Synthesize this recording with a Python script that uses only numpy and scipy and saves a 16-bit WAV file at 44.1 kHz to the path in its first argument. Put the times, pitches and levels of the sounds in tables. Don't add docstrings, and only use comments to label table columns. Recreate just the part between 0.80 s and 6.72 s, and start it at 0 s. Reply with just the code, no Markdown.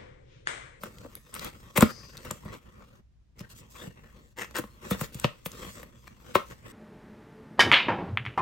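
import sys
import numpy as np
from scipy import signal
from scipy.fft import rfft, irfft, next_fast_len
from scipy.io import wavfile
from scipy.ndimage import uniform_filter1d, map_coordinates

SR = 44100
rng = np.random.default_rng(int(sys.argv[2]) if len(sys.argv) > 2 else 0)


def bounce(signal):
    frames = np.transpose(np.atleast_2d(signal))
    limited = np.clip(frames, -1, 1)
    pcm = np.round(limited * 32767).astype(np.int16)
    wavfile.write(sys.argv[1], SR, pcm)


N = 261053
TIME = np.arange(N) / SR
TOP_HZ = 16100


def amp(db):
    return 10 ** (np.asarray(db) / 20)


def unit(x):
    return x / np.sqrt(np.mean(x ** 2) + 1e-20)


def crest(x, size=441):
    loudest = uniform_filter1d(x ** 2, size).max()
    return x / np.sqrt(loudest + 1e-20)


def along(points, hz):
    f, v = np.transpose(points)
    return np.interp(np.log(hz + 1), np.log(f + 1), v)


def filtered(x, response):
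    n = x.shape[-1]
    m = next_fast_len(n + SR // 8)
    hz = np.fft.rfftfreq(m, 1 / SR) + 1e-3
    return irfft(rfft(x, m) * response(hz), m)[..., :n]


def band(hz, lo_hz, hi_hz, order=6):
    return ((1 + (lo_hz / hz) ** order) * (1 + (hz / hi_hz) ** order)) ** -.5


def resonance(hz, centre, width):
    return 1j * hz * width / (centre ** 2 - hz ** 2 + 1j * hz * width)


def add(track, s, sound):
    start = round(s * SR)
    part = sound[max(-start, 0):len(track) - start]
    track[max(start, 0):][:len(part)] += part


def wobble(rate):
    knots = rng.standard_normal(int(N * rate / SR) + 4)
    return map_coordinates(knots, [np.arange(N) * rate / SR], order=2)


def swell(start, length, top, shape):
    phase = np.interp((TIME - start) / length, [0, np.clip(top, .1, .9), 1], [0, .5, 1])
    moving = (phase > 0) & (phase < 1)
    speed = np.zeros(N)
    speed[moving] = np.sin(np.pi * phase[moving]) ** shape
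    return speed


# frequency in Hz, relative level in dB.
AIR_TONE = [(20, -22), (60, 1.5), (90, -14), (140, -14), (450, -39.5), (6000, -52), (16000, -73.5)]


def air(level_db=-59):
    mid, side = filtered(rng.standard_normal((2, N)), lambda hz: amp(along(AIR_TONE, hz)))
    side = filtered(side, lambda hz: amp(along([(70, -8.5), (500, -1.0)], hz)))
    return amp(level_db) * unit(np.array([mid + side, mid - side]))


# frequency in Hz, time to fall 60 dB in seconds.
ROOM_DECAY = [(150, 0.19), (14000, 0.26)]
# frequency in Hz, relative level in dB.
ROOM_LEVEL = [(280, -12.5), (650, -12), (2500, -8), (12000, -12)]


def room(x):
    hz, t, z = signal.stft(rng.standard_normal((2, SR // 3)), SR, nperseg=256)
    t60 = along(ROOM_DECAY, hz)[:, None]
    decay = amp(along(ROOM_LEVEL, hz)[:, None] - 60 * t / t60)
    z = z * decay * np.sqrt(2 * np.log(1000) / (t60 * SR))
    tail = signal.istft(z, SR, nperseg=256)[1]
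    tail = np.pad(tail, ((0, 0), (SR // 300, 0)))
    return signal.fftconvolve(x[None], tail, axes=1)[:, :N]


# frequency in Hz, phase in radians.
PORT_PHASE = [(220, .15), (1400, .7), (1800, -1.8), (2900, 1.5), (4300, -.1), (8100, .6), (10200, -3.1),
              (11600, -5.8), (12600, -6.8), (15000, -12.3)]
# frequency in Hz, difference in dB.
PORT_LEVEL = [(220, 0), (1000, 5.5), (4000, 5.5), (8000, 0)]


def ports(x):
    side = np.array([[.5], [-.5]])

    def port(hz):
        return amp(side * along(PORT_LEVEL, hz)) * np.exp(1j * side * along(PORT_PHASE, hz))

    return filtered(x, port)


def width(x, side_db=-8, lo_hz=450, hi_hz=7000, size=8192):
    side = np.zeros(N)
    for start in range(0, N, size // 2):
        piece = x[start:start + size]
        piece = piece * np.hanning(size)[:len(piece)]
        paths = crush(np.arange(SR // 50) / SR, rise=0.00042, t60=0.0097)
        add(side, start / SR, signal.fftconvolve(piece, paths / np.linalg.norm(paths)))
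    side = filtered(side, lambda hz: band(hz, lo_hz, hi_hz, order=2))
    return amp(side_db) * np.array([side, -side])


# frequency in Hz, width in Hz, relative level in dB.
PANEL_MODES = [(228, 53, -7), (377, 72, -8.5), (494.3, 65, 5), (568.6, 74, 4.5), (913, 100, -4),
               (1100, 160, 0.5), (1260, 410, -4), (1825, 170, 0.5), (2650, 180, -4.5), (3240, 150, -11)]


def card(hz, broad_db=-10):
    modes = sum(amp(db) * resonance(hz, centre, width) for centre, width, db in PANEL_MODES)
    return amp(broad_db) + modes


def slips(rate, spread_db):
    size = amp(spread_db * np.minimum(rng.exponential(size=N), 5))
    return (rng.random(N) < rate / SR) * size * rng.standard_normal(N)


def roaming(x, depth_db, size=9):
    z = signal.stft(x, nperseg=512)[2]
    field = uniform_filter1d(rng.standard_normal(z.shape), size=4, axis=0)
    for _ in range(2):
        field = uniform_filter1d(field, size=size, axis=1)
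    return signal.istft(z * amp(depth_db * unit(field)), nperseg=512)[1][:N]


def crush(t, rise, t60):
    t = np.maximum(t, 0)
    return rng.standard_normal(len(t)) * (1 - np.exp(-t / rise)) * amp(-60 * t / t60)


# frequency in Hz, relative level in dB.
FIBRE_COLOUR = [(130, 12.5), (600, -6), (1050, -2.5), (4500, -8), (8000, -5), (10000, -12.5), (12500, -7),
                (16000, -11)]


def friction(force, lo_hz, hi_hz, broad_db=-5):
    def body(hz):
        return card(hz, broad_db=broad_db) * amp(along(FIBRE_COLOUR, hz)) * band(hz, lo_hz, hi_hz)

    return unit(filtered(force, body))


# start in seconds, end in seconds, rub drive in dB, skin hiss drive in dB.
HAND_HOLDS = [(0, 1.81, -58.5, -62), (1.79, 2.215, -58, -70.5), (2.55, 3.55, -61.5, -69),
              (3.56, 6, -59.5, -66)]
# start in seconds, length in seconds, rub drive in dB, skin hiss drive in dB.
GRIP_STROKES = [(0, 0.096, -50.5, -54), (0.263, 0.12, -53, -65), (0.529, 0.18, -41, -45.5),
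                (1.023, 0.43, -55, -60.5), (1.381, 0.14, -51, -54.5), (1.632, 0.15, -51.5, -69),
                (1.894, 0.089, -54.5, -73.5), (2.581, 0.038, -49, -49.5), (2.688, 0.05, -55, -49),
                (2.745, 0.071, -58, -51.5), (2.895, 0.05, -64.5, -52.5), (2.927, 0.17, -49.5, -53.5),
                (4.01, 0.17, -42, -48.5), (4.171, 0.098, -47, -42.5), (4.324, 0.034, -55, -48.5),
                (4.343, 0.14, -45.5, -49), (4.678, 0.36, -50, -49.5), (5.402, 0.25, -47, -57.5),
                (5.647, 0.097, -45.5, -54), (5.838, 0.25, -48, -53)]
# start in seconds, length in seconds.
HAND_PAUSES = [(0.377, 0.12), (3.873, 0.049), (5.108, 0.041), (5.308, 0.11)]
PAUSE_DB, SETTLE_S = -4.5, 0.038
STROKE_FASTEST, STROKE_SHAPE = 0.64, 0.57
STICK_PER_S, STICK_DB = 120, 2.8


def hand(shudder_db=-23.5, shudder_share=0.56, pressure_db=4.0, apart_db=-3):
    rub, hiss = np.zeros(N), np.zeros(N)
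    resting = amp(PAUSE_DB * sum(swell(start, length, 0.24, 1) for start, length in HAND_PAUSES))
    moves = []
    for start, end, *levels in HAND_HOLDS:
        touch = np.clip(np.minimum(TIME - start, end - TIME) / SETTLE_S, 0, 1)
        moves.append((resting * touch, levels))
    for start, length, *levels in GRIP_STROKES:
        moves.append((swell(start, length, STROKE_FASTEST, STROKE_SHAPE), levels))
    for speed, (rub_db, hiss_db) in moves:
        rub = np.maximum(rub, amp(rub_db) * speed)
        hiss = np.maximum(hiss, amp(hiss_db) * speed)
    grab = amp(pressure_db * wobble(28))

    def finger():
        force = roaming(slips(rate=5500, spread_db=1.5), depth_db=3.3)
        rasp = force * amp(STICK_DB * wobble(STICK_PER_S))
        low_rub = amp(-4.5) * rub * friction(rasp * grab, 230, 670)
        high_rub = amp(-7) * rub * friction(rasp * grab, 1000, 3300)
        skin = amp(-3.5) * hiss * friction(force + rasp, 3600, 26000)
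        return low_rub + high_rub + skin

    shudder = amp(shudder_db) * rub ** shudder_share * friction(rng.standard_normal(N) * grab, 31, 260)
    return shudder + finger(), amp(apart_db) * np.array([[1], [-1]]) * finger()


# start in seconds, length in seconds, level in dB, pitch in Hz.
GLIDES = [(1.016, 0.36, -48, 4894)]
# frequency as a multiple of the pitch, relative level in dB.
GLIDE_BANDS = [(1, -1.5), (1.22, -8)]
SWISH_FASTEST, SWISH_SHAPE = 0.2, 0.78


def swish(width_hz=650, right_db=-12):
    out = np.zeros(N)
    for start, length, db, pitch in GLIDES:
        def tones(hz):
            return sum(amp(band_db) * resonance(hz, ratio * pitch, width_hz) ** 2
                       for ratio, band_db in GLIDE_BANDS)

        hiss = unit(filtered(rng.standard_normal(N), tones))
        out += amp(db) * swell(start, length, SWISH_FASTEST, SWISH_SHAPE) * hiss
    return np.array([out, amp(right_db) * out])


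# start in seconds, length in seconds, level in dB, ring of the dragging edge in Hz.
DRAGS = [(0.517, 0.075, -44.5, 1310), (0.595, 0.11, -45.5, 1370), (0.951, 0.037, -28, 2100),
         (0.996, 0.048, -25, 1200), (1.086, 0.037, -38, 1250), (1.707, 0.061, -48, 1205),
         (2.947, 0.032, -46.5, 2340), (2.953, 0.1, -49.5, 3420), (3.557, 0.11, -35, 1780),
         (3.737, 0.075, -31, 1580), (4.103, 0.042, -36, 3520), (4.176, 0.051, -49, 1765),
         (4.82, 0.022, -44, 1877), (5.268, 0.016, -42.5, 1842)]
SCRAPE_TIGHTEST, SCRAPE_SHAPE = 0.51, 1.8
SCRAPE_HISS_DB = -7.5


def scrapes(edge_db=-7.0, edge_width_hz=600):
    out = np.zeros(N)
    force = roaming(slips(rate=3200, spread_db=1), depth_db=2.5) * amp(2.2 * wobble(260))
    rasp = friction(force, 230, 3600, broad_db=-2.0)
    rasp = rasp + amp(SCRAPE_HISS_DB) * friction(force, 3500, TOP_HZ * 2)
    for start, length, db, edge_hz in DRAGS:
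        grip = swell(start, length, SCRAPE_TIGHTEST, SCRAPE_SHAPE)
        on = grip > 0
        buzz = filtered(force[on], lambda hz: resonance(hz, edge_hz, edge_width_hz) ** 2)
        drag = unit(unit(rasp[on]) + amp(edge_db) * unit(buzz))
        out[on] += amp(db) * grip[on] * drag
    return out


# start in seconds, peak level in dB, ring in Hz.
FLICKS = [(0.184, -40, 2670), (0.353, -24, 11250), (0.541, -22.5, 8650), (0.5503, -24.5, 11600),
          (0.5942, -25, 4260), (0.6461, -24.5, 11500), (0.9652, -23, 7460), (0.974, -24, 11400),
          (1.008, -10.5, 8000), (1.0213, -11.5, 12100), (1.3699, -30, 4000), (1.376, -33.5, 4030),
          (1.51, -20, 7200), (1.924, -62.5, 1400), (2.5927, -35, 5430), (3.7096, -39, 1162),
          (3.766, -23.5, 8000), (4.345, -31.5, 8000), (4.398, -23, 7900), (4.717, -31.5, 6100)]


def ticks(ring_width_hz=1300, broad_db=-10):
    out, t = np.zeros(N), np.arange(SR // 16) / SR
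    for s, db, ring_hz in FLICKS:
        def edge(hz):
            return resonance(hz, ring_hz, ring_width_hz) + amp(broad_db) * band(hz, 970, 17000)

        tick = filtered(crush(t, rise=0.00051, t60=0.0093), edge)
        add(out, s, amp(db) * tick / np.abs(tick).max())
    return out


ECHO_DB, ECHO_PATH = -11.5, 2.4


def bending(hz, travel):
    turn = -4j * np.pi * travel * np.sqrt(hz * 10 ** 3)
    return np.exp(turn) + amp(ECHO_DB) * np.exp(ECHO_PATH * turn)


# time in seconds, strength in dB,
# hardness as knock over thump in dB, wall pitch in Hz, fizz of fibres in dB,
# travel time of the wave at 1 kHz in seconds, ring of the struck spot in Hz.
GIVES = [(0.033, -37, 8, 175, -43.5, 0.0032, 1308), (0.2447, -43.5, -0.5, 272, -81, 0.0044, 540),
         (0.257, -46, 9, 287, -64, 0.0052, 507), (0.972, -20, 3.5, 161, -22.5, .0065, 2100),
         (1.0225, -14.5, -6, 213, -31.5, .0036, 1260), (1.448, -44.5, 8.5, 150, -50, 0.0041, 1910),
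         (1.504, -35, 4.5, 164, -65, 0.0055, 1150), (1.648, -49, -9, 170, -60, .0055, 605),
         (2.603, -49.5, -9.5, 163, -65, 0.0042, 2710), (3.064, -54.5, -14, 166, -62, 0.0059, 1200),
         (3.782, -33.5, -3.5, 313, -34.5, 0.0061, 1440), (3.837, -43.5, 0.5, 209, -65, 0.0032, 1100),
         (4.1064, -29, -5, 178, -32, 0.0057, 1240), (4.209, -32, 0, 150, -35.5, .0045, 1293),
         (4.347, -57, -19, 147, -49, .004, 1200), (4.4427, -20.5, 4, 150, -44, 0.0029, 2720),
         (4.658, -34.5, 5.5, 163, -34.5, .0035, 2620), (5.029, -45.5, 7.5, 275, -52.5, 0.0029, 1817),
         (5.5521, -15.5, 9, 382, -35, 0.0034, 1062)]
CRACK_DB, CRACK_GROWS = -10, 0.13
RING_DB, RING_GROWS = -9.5, 0.26
RING_WIDTH_HZ = 83


def knocks(scatter_db=-32, thump_t60=0.046, thump_rise=0.0013, thump_lead=.003, snap_db=13,
           strain_db=-11, strain_s=0.027, tail_db=-13, tail_t60=0.11):
    out = np.zeros(N)
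    t = (np.arange(SR // 4) - SR // 64) / SR
    u = np.maximum(t + thump_lead, 0)
    for s, knock_db, hardness_db, thump_hz, fizz_db, travel, ring_hz in GIVES:
        thump_db = knock_db - hardness_db
        crack_db = knock_db + CRACK_DB + CRACK_GROWS * hardness_db
        ring_db = knock_db + RING_DB + RING_GROWS * hardness_db

        def arrive(force, body):
            return crest(filtered(force, lambda hz: body(hz) * bending(hz, travel)))

        def part(force, lo_hz, hi_hz):
            return arrive(force, lambda hz: card(hz) * band(hz, lo_hz, hi_hz))

        def spot(hz):
            ring_width = RING_WIDTH_HZ * (ring_hz / 1000) ** 2
            return resonance(hz, ring_hz, ring_width) * band(hz, ring_hz / 2, 2 * ring_hz)

        push = (t == 0) + amp(scatter_db) * crush(t, rise=0.0012, t60=0.064)
        strain = amp(strain_db) * crush(-t, rise=1 / SR, t60=strain_s)
        crackle = strain + crush(t, rise=0.0024, t60=0.034)
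        settling = amp(tail_db) * crush(t, rise=strain_s / 2, t60=tail_t60)
        settling = settling * rng.exponential(size=len(t))
        wall = np.sin(2 * np.pi * thump_hz * u) * amp(-60 * u / thump_t60) * (1 - np.exp(-u / thump_rise))
        thump = arrive(wall, lambda hz: band(hz, thump_hz / 2, 600)) + amp(-7.5) * part(push, 70, 150)
        ring = arrive(push, spot)
        tap = filtered(push, lambda hz: np.clip(hz / 750, .5, 2) ** (hardness_db / 20))
        crack = part(amp(snap_db) * (t == 0) + crackle + settling, 780, 4100)
        crack = crack * min(ring_hz / 1000, 1) ** 2
        knock = amp(thump_db) * thump + amp(knock_db - 4) * part(tap, 200, 940)
        knock = knock + amp(ring_db) * ring + amp(crack_db) * crack
        fizz = amp(fizz_db) * part(crackle, 8600, 19000)
        add(out, s + t[0], knock + fizz)
    return out


def scene():
    rubbing, apart = hand()
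    box = rubbing + scrapes() + knocks() + ticks()
    return ports(box) + width(box) + room(box) + apart + swish() + air()


def record(dry):
    rounded = dry / (1 + np.abs(dry / .76) ** 5) ** (1 / 5)
    return filtered(rounded, lambda hz: np.clip((TOP_HZ - hz) / 400 + .5, 0, 1))


dry = scene()
out = record(dry)
bounce(out)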